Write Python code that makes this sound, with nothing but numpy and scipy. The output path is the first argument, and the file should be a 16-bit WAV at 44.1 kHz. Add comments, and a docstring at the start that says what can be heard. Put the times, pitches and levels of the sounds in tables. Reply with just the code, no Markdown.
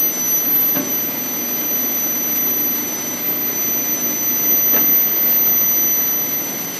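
"""In a workshop, an induction coil heats a tooth of a large steel sprocket while coolant runs over it.
The inverter's current shakes the metal near 6 kHz and, louder, an octave up; both tones swell and
fade as the microphone moves through their standing waves. Motors and a pump hum and whir over the
shop's roar, a turning part squeaks faintly, and splashing water keeps the steel ringing.
Twice something heavy thumps further off."""
import sys
import numpy as np
from scipy import signal
from scipy.fft import rfft, irfft, next_fast_len
from scipy.io import wavfile

SR = 44100
rng = np.random.default_rng(int(sys.argv[2]) if len(sys.argv) > 2 else 0)


def digitize_waveform(pressure):
    """Quantize a signal to 16-bit integers and store it at the path in sys.argv[1].

    Rows of a 2-D input are taken as channels; values are limited to [-1, 1].
    """
    field = np.atleast_2d(pressure).T
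    bounded = np.clip(field, -1, 1)
    quanta = np.round(bounded * 32767).astype(np.int16)
    wavfile.write(sys.argv[1], SR, quanta)


N = 299439
TIME = np.arange(N) / SR


def gain_of(db):
    """Decibels to amplitude."""
    return 10 ** (np.asarray(db) / 20)


def unit_rms(x):
    """Scales x to an rms of one."""
    return x / np.sqrt(np.mean(x ** 2) + 1e-20)


def spectrum_db(spectrum, hz):
    """A spectrum table interpolated on a log-frequency axis."""
    table_hz, db = np.transpose(spectrum)
    return np.interp(np.log(hz + 1), np.log(table_hz), db)


def curves(rows):
    """Each value column of a time table at every sample."""
    times, *columns = np.transpose(rows)
    return [np.interp(TIME, times, column) for column in columns]


def coloured(x, spectrum):
    """x filtered by a spectrum table, at unit rms."""
    hz = np.fft.rfftfreq(len(x), 1 / SR)
    return unit_rms(irfft(rfft(x) * gain_of(spectrum_db(spectrum, hz)), len(x)))


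def noise(spectrum, samples=N):
    """Coloured noise, unit rms."""
    return coloured(rng.standard_normal(samples), spectrum)


def wander(rate_hz):
    """Random motion of unit rms, rolling off above rate_hz."""
    size = next_fast_len(N)
    hz = np.fft.rfftfreq(size, 1 / SR)
    bins = rfft(rng.standard_normal(size)) / (1 + (hz / rate_hz) ** 2)
    return unit_rms(irfft(bins, size)[:N])


def halo(phase, width_hz):
    """Narrow noise band that follows a tone."""
    return wander(width_hz) * np.cos(phase) + wander(width_hz) * np.sin(phase)


def add(mix, start_s, sound):
    """Mixes a sound in at start_s."""
    part = mix[round(start_s * SR):][:len(sound)]
    part += sound[:len(part)]


# inverter pitch, following the resonance of coil and heating steel: t/s, f/Hz
INVERTER_PITCH = [(0, 5999), (.45, 6005), (1.1, 6013), (1.9, 6014), (2.7, 6009), (3.15, 6011.5),
                  (3.55, 6021.5), (4.2, 6029.5), (4.45, 6028), (4.72, 6024.5), (5.1, 6031), (5.35, 6031.5),
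                  (5.7, 6027), (6.25, 6014), (6.79, 6009.5)]
# fundamental's standing waves along the microphone's path: t/s, level/dB before trim
FUNDAMENTAL_LEVEL = [(0, -27), (.1, -26.5), (.21, -23), (.38, -22), (.54, -36), (.62, -34), (.78, -28.5),
                     (.95, -27.5), (1.11, -36.5), (1.25, -29.5), (2.3, -26), (2.68, -29), (3.14, -27),
                     (3.23, -36), (3.31, -38), (3.5, -31.5), (3.57, -25.5), (4.6, -25), (5.0, -28),
                     (5.25, -33), (5.54, -25.5), (5.88, -23), (6.1, -26.5), (6.79, -32)]
# octave's standing waves: t/s, level/dB before trim
OCTAVE_LEVEL = [(0, -17), (.07, -16.5), (.155, -36), (.2, -26.5), (.34, -17), (.44, -22), (.55, -14),
                (.78, -20.5), (.845, -34), (.92, -21.5), (1.0, -21), (1.25, -27), (1.48, -25), (1.7, -21),
                (2.1, -22), (2.28, -22.5), (2.4, -20.5), (2.64, -18.7), (2.82, -24.5), (2.89, -30),
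                (2.94, -25), (2.975, -42), (3.01, -29.5), (3.11, -31), (3.165, -32), (3.2, -25.5),
                (3.29, -17.5), (3.37, -22), (3.5, -21.5), (3.55, -27), (3.6, -21.5), (3.78, -21),
                (3.83, -23.5), (3.93, -19.5), (3.99, -34), (4.04, -19.5), (4.19, -27), (4.29, -18),
                (4.39, -22), (4.53, -14.5), (4.62, -18.5), (4.72, -14), (4.82, -17), (4.95, -13.5),
                (5.09, -20), (5.22, -16.5), (5.39, -15), (5.98, -19), (6.22, -20.5), (6.29, -23),
                (6.34, -19), (6.46, -28), (6.66, -28), (6.79, -36)]
# supply-ripple sidebands: offset/Hz, level at octave/dB, level at fundamental/dB
SIDEBANDS = [(-623, -57, -66), (-415, -50, -70), (-300, -60, -62), (-207.6, -50, -68), (207.6, -49, -66),
             (299, -52, -61.5), (414, -59, -62), (625, -57, -73)]


def inverter(low_trim_db=0.82, high_trim_db=0.6, sway_hz=11, fading_db=5.5, fading_hz=2.5,
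             low_halo_db=-47, high_halo_db=-37.5, halo_hz=50):
    """Coil current shakes the metal at its own frequency, magnetic force at twice that."""
    phase = 2 * np.pi * np.cumsum(curves(INVERTER_PITCH)[0]) / SR
    # small hand movements sway both tones
    low_db = curves(FUNDAMENTAL_LEVEL)[0] + low_trim_db + 0.6 * wander(sway_hz)
    high_db = curves(OCTAVE_LEVEL)[0] + high_trim_db + 0.63 * wander(sway_hz)
    tones = gain_of(low_db) * np.sin(phase) + gain_of(high_db) * np.sin(2 * phase)
    for offset_hz, octave_db, fundamental_db in SIDEBANDS:
        beat = 2 * np.pi * (offset_hz * TIME + rng.random()) + wander(rate_hz=2)
        high_side = gain_of(octave_db) * np.sin(2 * phase + beat)
        low_side = gain_of(fundamental_db) * np.sin(phase + beat)
        tones += gain_of(fading_db * wander(fading_hz)) * (high_side + low_side)
    # steam and moving water scatter each tone
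    scatter = gain_of(low_halo_db) * halo(phase, halo_hz)
    scatter += gain_of(high_halo_db) * halo(2 * phase, halo_hz)
    return np.sqrt(2) * tones + scatter


def machine_tones(lines, waver, rate_hz):
    """Steady tones, each wavering in strength and phase in the room."""
    out = np.zeros(N)
    for hz, db in lines:
        phase = 2 * np.pi * (hz * TIME + rng.random())
        out += gain_of(db) * unit_rms(np.sin(phase) + waver * halo(phase, rate_hz))
    return out


# lower motor group: f/Hz, relative level/dB
LOW_DRONE_TONES = [(228.5, -49), (244.5, -41), (247.6, -49), (268.8, -49.5)]
# upper motor group: f/Hz, relative level/dB
HIGH_DRONE_TONES = [(294, -44.5), (298.3, -43), (300.1, -44.5), (323, -49.5), (372, -48.5)]
# drone envelope: t/s, lower gain/dB, upper gain/dB
DRONE_GAIN = [(0, -2.5, -10), (1.3, 2.5, -3), (1.9, 1, -1.5), (2.6, 5, 1.5), (3.4, 0, -0.5), (4.3, 3, 3),
              (5.1, -7, -17), (6.79, -8, -10)]


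def drone():
    """Motors at nearly equal speed beat a few times a second, strongest mid-way."""
    low_db, high_db = curves(DRONE_GAIN)
    low = gain_of(low_db) * machine_tones(LOW_DRONE_TONES, waver=0.19, rate_hz=3.2)
    high = gain_of(high_db) * machine_tones(HIGH_DRONE_TONES, waver=0.4, rate_hz=2.7)
    return low + high


# high pump tones: f/Hz, relative level/dB
WHIR_TONES = [(1976, -46.5), (1997, -50), (2089.5, -44.5), (2123, -52), (2138, -52.5), (2159.5, -48),
              (3079, -65), (3107, -58.5), (4050, -53.5), (4086, -59), (4486, -57), (4517, -53), (4603, -55),
              (7919, -62), (8113, -54), (8132, -56)]


def whir(trim_db=-2, sway_db=1.6):
    """The pump's high tones sway slowly in level together."""
    gain = gain_of(trim_db + sway_db * wander(rate_hz=1))
    return gain * machine_tones(WHIR_TONES, waver=0.32, rate_hz=4.3)


# single motor tone: f/Hz, relative level/dB
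WHISTLE_TONE = [(2417.5, -49)]
# its envelope: t/s, gain/dB
WHISTLE_GAIN = [(0, -7), (1.5, 0.5), (2.8, 0), (3.6, 1), (4.8, 0), (5.5, -6), (6.79, -10)]


def whistle():
    """One motor tone rises out of the whir, then sinks into the hiss."""
    return gain_of(curves(WHISTLE_GAIN)[0]) * machine_tones(WHISTLE_TONE, waver=0.5, rate_hz=5)


# low mains and pump tones: f/Hz, level/dB
HUM_TONES = [(113.5, -52.5), (137, -51), (575, -51.5), (600, -55), (860, -56.5)]


def hum():
    """Mains and pump hum steadily."""
    return machine_tones(HUM_TONES, waver=0.3, rate_hz=1.3)


# envelope of the shaft overtones: f/Hz, relative level/dB
PUMP_SPECTRUM = [(1200, -16), (1800, 11.5), (2050, 1), (2300, -8), (2900, -6), (3100, 11), (3600, 12),
                 (4600, 5.5), (5100, 9), (6000, -13)]


def pump(shaft_hz=30.24, level_db=-45, uneven_db=3):
    """Each shaft turn repeats the same rasp: a dense comb of uneven overtones."""
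    size = next_fast_len(N)
    hz = shaft_hz * np.arange(40, 196)
    overtone_db = spectrum_db(PUMP_SPECTRUM, hz) + uneven_db * rng.standard_normal(len(hz))
    phase = 2 * np.pi * rng.random(len(hz))
    comb = np.zeros(size // 2 + 1, complex)
    comb[np.round(hz * size / SR).astype(int)] = gain_of(overtone_db) * np.exp(1j * phase)
    return gain_of(level_db) * unit_rms(irfft(comb, size)[:N])


# machine roar: f/Hz, relative level/dB
ROAR_SPECTRUM = [(20, -42), (45, -42), (70, -31), (100, -20), (125, -14.5), (165, -6.5), (210, -3),
                 (265, -0.5), (340, -2.2), (470, -7), (620, -7), (850, -12.5), (1500, -17.5), (4000, -52)]


def shop_roar(level_db=-32, swell_db=0.27, swell_hz=0.58, throb_db=1.02, throb_hz=13):
    """The shop's machines, blurred by the hall."""
    db = level_db - swell_db * wander(swell_hz) + throb_db * wander(throb_hz)
    return gain_of(db) * noise(ROAR_SPECTRUM)


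# low rumble: f/Hz, relative level/dB
RUMBLE_SPECTRUM = [(90, -39), (135, -3), (175, 3.5), (215, -1), (280, -33)]
# its swells: t/s, level/dB
RUMBLE_SWELLS = [(0, -42), (.7, -53), (4.6, -64), (4.9, -46), (5.3, -63), (5.62, -42), (6.0, -59),
                 (6.55, -38), (6.79, -45)]


def rumble():
    """Low noise fades at the start and returns in three late swells."""
    return gain_of(curves(RUMBLE_SWELLS)[0]) * noise(RUMBLE_SPECTRUM)


# hiss up to about 12.5 kHz; above it the level falls steeply, leaving only a very faint hiss: f/Hz, relative
# level/dB
HISS_SPECTRUM = [(300, -30), (900, 2.5), (1300, -0.3), (1800, 1.6), (2060, 1.5), (2300, 1.7), (2900, 0.5),
                 (3300, -1), (3750, -1), (4200, -0.1), (4700, -1.3), (4970, -2), (5600, -3.5), (6500, -6),
                 (7800, -4.5), (10000, -8), (12400, -7.5), (13000, -42), (15700, -50)]


def coolant(flow_db=-37.5, rush_gain_db=1, drop_gain_db=-4, drops_per_s=1200, spread_db=0.5,
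            surge_db=1, surge_hz=20):
    """Water rushes smoothly while many small drops splash on the steel."""
    sizes = gain_of(spread_db * np.minimum(rng.exponential(1, N), 4.5))
    signs = rng.choice([-1, 1], N)
    impacts = sizes * signs * (rng.random(N) < drops_per_s / SR)
    rush = gain_of(rush_gain_db) * noise(HISS_SPECTRUM)
    drops = gain_of(drop_gain_db) * coloured(impacts, HISS_SPECTRUM)
    return gain_of(flow_db + surge_db * wander(surge_hz)) * (rush + drops)


# steel resonances under the spray: f/Hz, width/Hz, level/dB
SPRAY_MODES = [(2750, 48, -54.5), (3097, 48, -50.5), (3290, 51, -54.5), (4330, 90, -55), (4505, 46, -53.5),
               (4800, 49, -53)]


def spray(flare_db=2.5, flare_hz=5):
    """Shifting jets excite one resonance of the steel, then another."""
    return sum(gain_of(db + flare_db * wander(flare_hz)) * halo(2 * np.pi * hz * TIME, width_hz)
               for hz, width_hz, db in SPRAY_MODES)


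# ringing metalwork: f/Hz, relative level/dB
RING_SPECTRUM = [(1500, -25), (1880, 2), (1980, 2.5), (2040, 7.5), (2110, -0.5), (2190, -2.5), (2280, -8),
                 (2700, -52)]
# its envelope: t/s, level/dB
RING_ENVELOPE = [(0, -52), (1.4, -46), (4.2, -44.5), (4.9, -42), (6.79, -44)]


def metal_ring():
    """The flow keeps the metalwork ringing, rough and diffuse, louder toward the end."""
    return gain_of(curves(RING_ENVELOPE)[0]) * noise(RING_SPECTRUM)


def squeaks(first_s=0.16, turn_s=1.394, length_s=0.06, level_db=-43.5,
            pitch_hz=5028, fall_hz=75, settle_s=0.016, echo_s=0.033, echo_db=-7):
    """A part rubs once a turn, starting sharp and settling in pitch; a wall reflects it."""
    out, t = np.zeros(N), np.arange(round(length_s * SR)) / SR
    hz = pitch_hz + fall_hz * np.exp(-t / settle_s)
    envelope = gain_of(level_db) * np.sqrt(2) * np.sin(np.pi * t / length_s)
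    rub = envelope * np.sin(2 * np.pi * np.cumsum(hz) / SR)
    for start_s in np.arange(first_s, N / SR, turn_s):
        add(out, start_s, rub)
        add(out, start_s + echo_s, gain_of(echo_db) * rub)
    return out


# two runs of blows and dull rebounds: t/s, then gain/dB of boom, clatter, clack, crack
THUMP_BLOWS = [(.7515, -34, -30, -34, -39), (.759, -32, -24, -27, -34), (.7665, -21.5, -31, -28, -32),
               (.7962, -26.5, -38, -35, -39), (.8705, -28.5, -46, -46, -50), (4.732, -30, -23, -30, -35),
               (4.7435, -37, -20.5, -28, -35), (4.7615, -40, -26, -22, -41), (4.7735, -37, -21, -28.5, -41),
               (4.810, -27, -31, -39, -43), (4.891, -30, -39, -46, -50)]
# low modes of the struck body: f/Hz, relative level/dB, t60/s
BOOM_MODES = [(176, -5, 0.23), (236, 3, 0.14), (270.3, 5.5, 0.15), (293.8, 2, 0.23), (460, -10, 0.14),
              (630, -16, 0.14)]
# sheet-metal modes: f/Hz, relative level/dB, t60/s
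PANEL_MODES = [(588, 6, 0.29), (660, -1.5, 0.16), (712, 2, .22), (863, 3, 0.18), (1100, 3, 0.22),
               (1300, 2, .12), (1550, -1, 0.21), (1690, -1, 0.17), (1775, -13, .18), (2000, -4, 0.22),
               (2090, -9, .15), (2640, -13, .18), (2760, -10.5, .14), (3040, -14, .16)]
# hollow clatter: f/Hz, relative level/dB
CLATTER_SPECTRUM = [(40, -45), (100, -26), (190, 3.5), (450, 6), (650, -1), (860, -2.5), (1150, -15),
                    (1700, -8), (4500, -28), (8000, -50)]
# clack of hard contact: f/Hz, relative level/dB
CLACK_SPECTRUM = [(500, -32), (1000, -5), (1350, -5), (1700, 1), (2050, -7), (2600, -3.5), (3200, -10),
                  (4500, -10), (8000, -48)]
# crack of an edge catching: f/Hz, relative level/dB
CRACK_SPECTRUM = [(1200, -25), (2100, -1), (3200, 0), (4300, -3), (6500, -22), (9000, -40)]


def thumps(soft_rise_s=0.0021, hard_rise_s=0.00082, clatter_t60_s=0.12, contact_t60_s=0.065,
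           panel_db=-9, spread_db=2, tail_db=-19, tail_t60_s=0.5, highpass_hz=125):
    """Each blow cracks, clacks, clatters, rings sheet metal and booms; the hall adds a tail."""
    out, t = np.zeros(N), np.arange(SR) / SR
    tail = gain_of(tail_db - 60 * t / tail_t60_s)

    def burst(spectrum, t60_s):
        """Decaying noise with the hall's tail."""
        return np.hypot(gain_of(-60 * t / t60_s), tail) * noise(spectrum, len(t))

    boom = sum(gain_of(db - 60 * t / t60_s) * np.sin(2 * np.pi * hz * t) for hz, db, t60_s in BOOM_MODES)
    for start_s, boom_db, clatter_db, clack_db, crack_db in THUMP_BLOWS:
        panel = np.zeros(len(t))
        for hz, db, t60_s in PANEL_MODES:
            mode_db = db + spread_db * rng.standard_normal()  # each spot struck favours other modes
            panel += gain_of(mode_db - 60 * t / t60_s) * np.sin(2 * np.pi * (hz * t + rng.random()))
        soft = gain_of(boom_db) * boom + gain_of(clatter_db) * burst(CLATTER_SPECTRUM, clatter_t60_s)
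        hard = gain_of(clack_db) * (burst(CLACK_SPECTRUM, contact_t60_s) + gain_of(panel_db) * panel)
        hard += gain_of(crack_db) * burst(CRACK_SPECTRUM, contact_t60_s)
        soft *= 1 - np.exp(-t / soft_rise_s)
        hard *= 1 - np.exp(-t / hard_rise_s)
        add(out, start_s, soft + hard)
    return signal.sosfilt(signal.butter(4, highpass_hz, "highpass", fs=SR, output="sos"), out)


# fuller coolant splash: f/Hz, relative level/dB
SPLASH_SPECTRUM = [(330, -27), (520, 3), (750, 1), (1300, 0), (2000, -21)]
# its envelope: t/s, level/dB
SPLASH_ENVELOPE = [(0, -62), (2.1, -49), (2.85, -41.5), (3.6, -48), (4.4, -59)]


def splash():
    """The coolant briefly splashes with a fuller voice near 3 s."""
    return gain_of(curves(SPLASH_ENVELOPE)[0]) * noise(SPLASH_SPECTRUM)


def scene():
    """All sources at one microphone."""
    machines = drone() + whir() + whistle() + hum() + pump() + squeaks() + shop_roar() + rumble()
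    water = coolant() + spray() + metal_ring() + splash()
    return (inverter() + machines + water + thumps())[None]


def record(dry):
    """Steep low-pass at 15.75 kHz."""
    lowpass = signal.firwin(511, 15750, window=("kaiser", 9), fs=SR)
    return signal.oaconvolve(dry, lowpass[None], "same")


dry = scene()
out = record(dry)
digitize_waveform(out)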